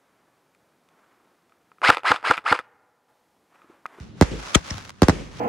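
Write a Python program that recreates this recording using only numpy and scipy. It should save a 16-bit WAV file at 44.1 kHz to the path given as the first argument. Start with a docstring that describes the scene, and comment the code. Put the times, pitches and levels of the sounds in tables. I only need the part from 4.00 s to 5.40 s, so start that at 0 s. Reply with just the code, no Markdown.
"""Fireworks outdoors at night

Three hard bangs, each a pressure pulse with a noisy crack, a slap-back and a low rolling echo of shaped noise.
Two short rasps of resonant noise each end in a thump, a dull pressure pulse; two more thumps stand alone.
Random impulses sizzle and tick, single clicks pop, and low noise rumbles faintly beneath.
All-pass dispersion delays the lows behind the highs, so each bang sweeps downward."""
import sys
import numpy as np
from scipy import signal
from scipy.fft import rfft, irfft
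from scipy.io import wavfile

SR = 44100
rng = np.random.default_rng(int(sys.argv[2]) if len(sys.argv) > 2 else 0)


def unload_audio(sound):
    """Save the sound as a 16-bit wav file, at the path given as the first command line argument."""
    columns = np.transpose(np.atleast_2d(sound))
    # keep every value between -1 and 1, then stretch to whole-number steps
    steps = np.round(np.clip(columns, -1, 1) * 32767)
    wavfile.write(sys.argv[1], SR, steps.astype(np.int16))


N = 61739
SIZE = 2 ** 17  # transform length, longer than the scene
FREQ = np.arange(SIZE // 2 + 1) * SR / SIZE  # Hz
TIME = np.arange(N) / SR  # s

# level of the sizzle and its ticks over time: (time [s], level [dB])
SIZZLE_LEVEL = [(0, -48), (.13, -63), (.2, -50), (.3, -53), (.4, -40), (.48, -37), (.535, -37),
                (.62, -45.5), (.68, -37.5), (.74, -39), (.8, -44), (.88, -47.5), (.93, -58.5), (1, -55),
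                (1.2, -47), (1.31, -52), (1.4, -40.5)]
# colour of a star's snap: (frequency [Hz], gain [dB])
STAR_COLOUR = [(100, -27), (600, 4), (1500, 7.5), (3000, 1), (5500, 0), (9000, -12), (16000, -25.5)]
# spectrum of noise scattered off nearby things: (frequency [Hz], relative density [dB per Hz])
SCATTER_SPECTRUM = [(100, 3.5), (600, 8.5), (1500, 3.5), (2800, -7), (4500, -5.5), (6500, -10), (9000, -17),
                    (11000, -33), (12500, -37), (16000, -40.5)]

DIFFUSE_WIDTH, BASS_WIDTH, CRACK_WIDTH = 0.9, 0.54, 0.73  # gain of side relative to mid
SIZZLE_PER_S, SIZZLE_SPREAD_DB = 3300, 3.5  # rate in mid and in side; dB per unit exponential draw
TICKS_PER_S, TICKS_DB, TICKS_SPREAD_DB = 140, 12.5, 3  # size of the least tick, before the channel gains
BLAST_LOW_HZ = 69
AIR_DB, AIR_RISE_S, AIR_DECAY_S = -31, 0.0079, 0.1  # echo levels hold for the loudest blast
ROLL_DB, ROLL_DELAY_S, ROLL_RISE_S, ROLL_DECAY_S = -24.5, 0.095, 0.0078, 0.041
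BOOM_HZ, BOOM_DB, BOOM_DELAY_S, BOOM_WIDTH_S = 52.05, -31.5, 0.12, 0.084  # half-width to 1/e
CRACK_S, SCATTER_S, SCATTER_DB = 0.0037, 0.0088, -2.5  # decay times; scatter level relative to the crack
RASP_FALL_S, RASP_OVERLAP_S, RASP_RING_Q = 0.0015, 0.0017, 28
RASP_TAIL_DB, RASP_TAIL_S = -11, 0.014  # level relative to the burst; decay time
POP_S, POP_NOISE_DB, POPS_DB = 0.0021, -15, -8  # fizz decay, fizz relative to click, gain of all pops
SWEEP_LOW_HZ, SWEEP_HIGH_HZ, SWEEP_DAMPING = 81, 767, 2.72
CEILING, TOP_HZ = 1.0, 16000


def undb(db):
    """Amplitude gain is ten to the power of decibels over twenty."""
    return 10 ** (np.asarray(db) / 20)


def filtered(x, response):
    """Linear filtering: the spectrum is multiplied by a frequency response."""
    return irfft(rfft(x, SIZE) * response, SIZE)[..., :N]


def colour(points):
    """Minimum phase: folding the cepstrum makes a causal response through (Hz, dB) points."""
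    hz, db = np.array(points, float).T
    level_db = np.interp(np.log(FREQ + 1), np.log(hz), db)
    cepstrum = irfft(np.log(undb(level_db)))
    return np.exp(rfft(2 * cepstrum[:SIZE // 2], SIZE) - cepstrum[0])


def delay(seconds):
    """A pure delay is a phase lag proportional to frequency."""
    return np.exp(-2j * np.pi * FREQ * seconds)


def place(x, pan_db, lag_ms=0):
    """Binaural cues: level and arrival time differ between left and right."""
    sides = np.array([[.5], [-.5]])
    return filtered(x, undb(pan_db * sides) * delay(sides * lag_ms / 1000))


def spread(pair, points, width):
    """Mid-side stereo: an unrelated side signal lowers the channel correlation; rms 1."""
    mid, side = filtered(pair, colour(points))
    out = np.array([mid + width * side, mid - width * side])
    return out / np.sqrt(np.mean(out ** 2))


def noise(points, width):
    """Spectral shaping of white noise into coloured stereo noise."""
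    return spread(rng.standard_normal((2, N)), points, width)


def fade(start, decay, rise=1e-4):
    """Exponential relaxation: a rise at start and a decay to silence."""
    age = np.maximum(TIME - start, 0)
    return (1 - np.exp(-age / rise)) * np.exp(-age / decay)


def curve(rows):
    """Gain that moves linearly in decibels between (s, dB) points."""
    return undb(np.interp(TIME, *np.array(rows).T))


def rumble():
    """Low-frequency noise under a slowly varying level is heard as a far rumble."""
    # level over time: (time [s], level [dB])
    rumble_level = [(0, -43.5), (.05, -43.5), (.12, -44.5), (.2, -43), (.45, -49.5), (.6, -45.5),
                    (.66, -47), (.76, -43.5), (.82, -47), (.96, -53), (1.15, -43), (1.32, -44), (1.4, -41)]
    # (frequency [Hz], relative density [dB per Hz])
    rumble_spectrum = [(20, -27), (45, -9), (80, 3), (160, 1), (270, -3.5), (500, -15.5), (1200, -29),
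                       (4000, -29), (16000, -84)]
    return curve(rumble_level) * noise(rumble_spectrum, BASS_WIDTH)


def sizzle():
    """Dense random impulses: thousands of tiny reports of uneven size fuse into a sizzle."""
    # (frequency [Hz], relative density [dB per Hz])
    sizzle_spectrum = [(100, -11.5), (500, 1.5), (1200, 6), (2200, 0.5), (4000, -3.5), (6300, -5),
                       (8500, -16), (11000, -17.5), (12300, -37), (16000, -27)]
    hits = rng.random((2, N)) < SIZZLE_PER_S / SR
    size_db = SIZZLE_SPREAD_DB * np.minimum(rng.exponential(size=(2, N)), 5)
    sizes = undb(size_db) * rng.choice([-1, 1], (2, N))
    return curve(SIZZLE_LEVEL) * spread(hits * sizes, sizzle_spectrum, DIFFUSE_WIDTH)


def ticks():
    """Sparse random impulses: nearer stars stand out of the sizzle as separate ticks."""
    sizes = undb(TICKS_DB + TICKS_SPREAD_DB * np.minimum(rng.exponential(size=N), 3))
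    hits = rng.random(N) < TICKS_PER_S / SR
    channel_gains = rng.uniform(0.3, 1, (2, N))
    return curve(SIZZLE_LEVEL) * filtered(hits * sizes * channel_gains, colour(STAR_COLOUR))


def blast(start, low_hz, high_hz, damping=np.sqrt(2)):
    """Blast wave: a steep pressure front, a slower fall and a suction after it."""
    # colour of the pulse: (frequency [Hz], gain [dB])
    blast_colour = [(30, -1.5), (100, -3), (300, 2.5), (500, -0.5), (1200, -2.5), (1900, -8.5),
                    (3000, -11.5), (8000, -6.5), (16000, -27.5)]
    s = 1j * FREQ / low_hz
    highpass = s ** 2 / (1 + damping * s + s ** 2)  # its undershoot is the suction
    body = highpass / (1 + 1j * FREQ / high_hz)
    return irfft(body * colour(blast_colour) * delay(start))[:N]


def thumps():
    """Low-passed blast waves: without crack or slap-back they sound dull; one ends each rasp."""
    # (start [s], gain [dB], low edge [Hz], high edge [Hz], damping [1], dull above [Hz],
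    #  left over right [dB])
    thump_rows = [(0.001, 17, 70, 67.6, 0.35, 194, -3), (0.5541, 34, 63.3, 220, 0.61, 600, 8),
                  (0.7085, 26, 74.4, 59.6, 0.42, 296, 3.5), (0.74, 13, 98, 94, 0.17, 260, 4.5)]
    out = 0
    for start, db, low_hz, high_hz, damping, dull_hz, pan_db in thump_rows:
        pulse = blast(start, low_hz, high_hz, damping)
        thud = filtered(pulse, 1 / np.hypot(1, (FREQ / dull_hz) ** 4))
        out = out + place(undb(db) * thud, pan_db)
    return out


def echoes(start):
    """Reverberation of the surroundings: a bright wash, then a low roll and a deep boom."""
    # spectra of the wash and of the roll: (frequency [Hz], relative density [dB per Hz])
    air_spectrum = [(100, -4), (400, 9.5), (1000, 0), (2200, -1), (4000, -10), (6500, -10), (8500, -19),
                    (11000, -21.5), (12300, -44.5), (16000, -38)]
    roll_spectrum = [(30, -17), (60, -1), (130, 3), (300, 1), (520, -3), (800, -28), (2500, -19),
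                     (8000, -33), (16000, -70)]
    air = undb(AIR_DB) * fade(start, AIR_DECAY_S, AIR_RISE_S) * noise(air_spectrum, DIFFUSE_WIDTH)
    roll_shape = fade(start + ROLL_DELAY_S, ROLL_DECAY_S, ROLL_RISE_S)
    roll = undb(ROLL_DB) * roll_shape * noise(roll_spectrum, BASS_WIDTH)
    age = np.maximum(TIME - start, 0)
    boom_shape = np.exp(-((age - BOOM_DELAY_S) / BOOM_WIDTH_S) ** 2)
    boom = undb(BOOM_DB) * np.sin(2 * np.pi * BOOM_HZ * age) * boom_shape
    return air + roll + boom


def bangs():
    """Direct sound and reflections: a blast with ragged crack, a near slap-back, then far echoes."""
    # (start [s], blast gain [dB], high edge of the body [Hz], crack level [dB], slap-back delay [s],
    #  slap-back gain [dB], left over right [dB], left lag behind right [ms])
    bang_rows = [(0.2116, 44, 122, -13.5, 0.011, -9, -3.5, -0.042),
                 (1.0198, 43, 130, -13.5, .01083, -9, -2, -0.039),
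                 (1.084, 39.5, 182, -13.5, .01095, -8.5, -.5, -0.043)]
    # colour of the slap-back: (frequency [Hz], gain [dB])
    slap_colour = [(50, 8.5), (200, 2.5), (600, 2), (2000, 9.5), (4000, -8), (7000, 6.5), (10500, -14.5),
                   (12500, -22), (16000, -8.5)]
    # spectrum of the crack: (frequency [Hz], relative density [dB per Hz])
    crack_spectrum = [(100, -4.5), (600, 4), (1400, 5), (2800, -2), (4400, -1), (7000, -8.5),
                      (10000, -11.5), (16000, -19.5)]
    out, loudest = 0, max(row[1] for row in bang_rows)
    for start, db, high_hz, crack_db, slap_s, slap_db, pan_db, lag_ms in bang_rows:
        crack = undb(crack_db) * fade(start, CRACK_S) * noise(crack_spectrum, CRACK_WIDTH)
        direct = undb(db) * blast(start, BLAST_LOW_HZ, high_hz) + crack
        slap = undb(slap_db) * filtered(direct, colour(slap_colour) * delay(slap_s))
        scatter_shape = undb(crack_db + SCATTER_DB) * fade(start + slap_s, SCATTER_S)
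        scatter = scatter_shape * noise(SCATTER_SPECTRUM, DIFFUSE_WIDTH)
        far = undb(db - loudest) * echoes(start)
        out = out + place(direct + slap, pan_db, lag_ms) + scatter + far
    return out


def rasp(*rings):
    """Resonance: narrow peaks, each given as (Hz, dB), ring in bright noise."""
    # (frequency [Hz], relative density [dB per Hz])
    rasp_spectrum = [(100, -24.5), (400, -22.5), (800, -8), (1300, -8.5), (2100, 0.5), (2650, -7),
                     (3600, -3), (4750, -14), (6500, -3.5), (9000, -16), (11000, -19), (12500, -38),
                     (16000, -25)]
    ring = 1 + sum(undb(db) / (1 + 2j * RASP_RING_Q * (FREQ / hz - 1)) for hz, db in rings)
    return spread(filtered(rng.standard_normal((2, N)), ring), rasp_spectrum, CRACK_WIDTH)


def bursts():
    """Envelope modulation: a rasp swells for a few milliseconds, holds, and breaks off into a tail."""
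    # (end before the overlap [s], level [dB], hold [s], swell time constant [s], low ring [Hz],
    #  its gain [dB], high ring [Hz], its gain [dB], left lag behind right [ms])
    burst_rows = [(0.5538, -9, 0.0068, 0.0022, 1269, 17, 3214, 10, -0.016),
                  (0.707, -27, 0.0011, 0.0038, 2110, 4, 5370, 22.5, 0.03)]
    out = 0
    for start, db, length, swell, low_hz, low_db, high_hz, high_db, lag_ms in burst_rows:
        end = start + RASP_OVERLAP_S
        log_rise = np.minimum(TIME - end + length, 0) / swell
        log_fall = np.maximum(TIME - end, 0) / RASP_FALL_S
        body = np.exp(log_rise - log_fall) * rasp((low_hz, low_db), (high_hz, high_db))
        tail = undb(RASP_TAIL_DB) * fade(end, RASP_TAIL_S) * noise(SCATTER_SPECTRUM, DIFFUSE_WIDTH)
        out = out + place(undb(db) * (body + tail), 0, lag_ms)
    return out


def pops():
    """Impulse excitation: single stars snap as clicks, each with a tiny fizz of decaying noise."""
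    # (start [s], level before the gain of all pops [dB], left over right [dB])
    pop_rows = [(.666, -12, -2), (0.676, -14, -5), (0.742, -12.5, -7), (.753, -16, 6), (0.7726, -14.5, 17),
                (0.781, -8, -14.5), (0.81, -13.5, 1), (0.825, -14.5, 0), (0.8488, -14, -1),
                (0.852, -10.5, -2), (0.86, -24, 0), (.884, -22, -10), (0.8941, -4.5, 1.5), (.904, -9, -3)]
    out = np.zeros((2, N))
    for start, db, pan_db in pop_rows:
        snap = undb(POP_NOISE_DB) * fade(start, POP_S) * rng.standard_normal((2, N))
        snap[:, int(start * SR)] += 1
        out += snap * undb(db + np.array([[.5], [-.5]]) * pan_db)
    return filtered(out, colour(STAR_COLOUR)) * undb(POPS_DB)


def scene():
    """Superposition: the pressures of all the fireworks add to the far rumble."""
    return rumble() + sizzle() + ticks() + thumps() + bangs() + bursts() + pops()


def sweep(x, count):
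    """Dispersion: a chain of all-pass stages holds the lows back behind the highs."""
    response = 1
    for hz in np.geomspace(SWEEP_LOW_HZ, SWEEP_HIGH_HZ, count):
        s = 1j * FREQ / hz
        response = response * (1 - SWEEP_DAMPING * s + s ** 2) / (1 + SWEEP_DAMPING * s + s ** 2)
    return filtered(x, response)


def record(dry):
    """Dispersion, inverted polarity, saturation that rounds the loudest peaks, and a low-pass."""
    swept = -sweep(dry, count=5)
    rounded = swept / (1 + (swept / CEILING) ** 6) ** (1 / 6)
    lowpass = signal.ellip(8, .2, 70, TOP_HZ, fs=SR, output="sos")  # ripple and stopband in dB
    return signal.sosfilt(lowpass, rounded)


dry = scene()
out = record(dry)
unload_audio(out)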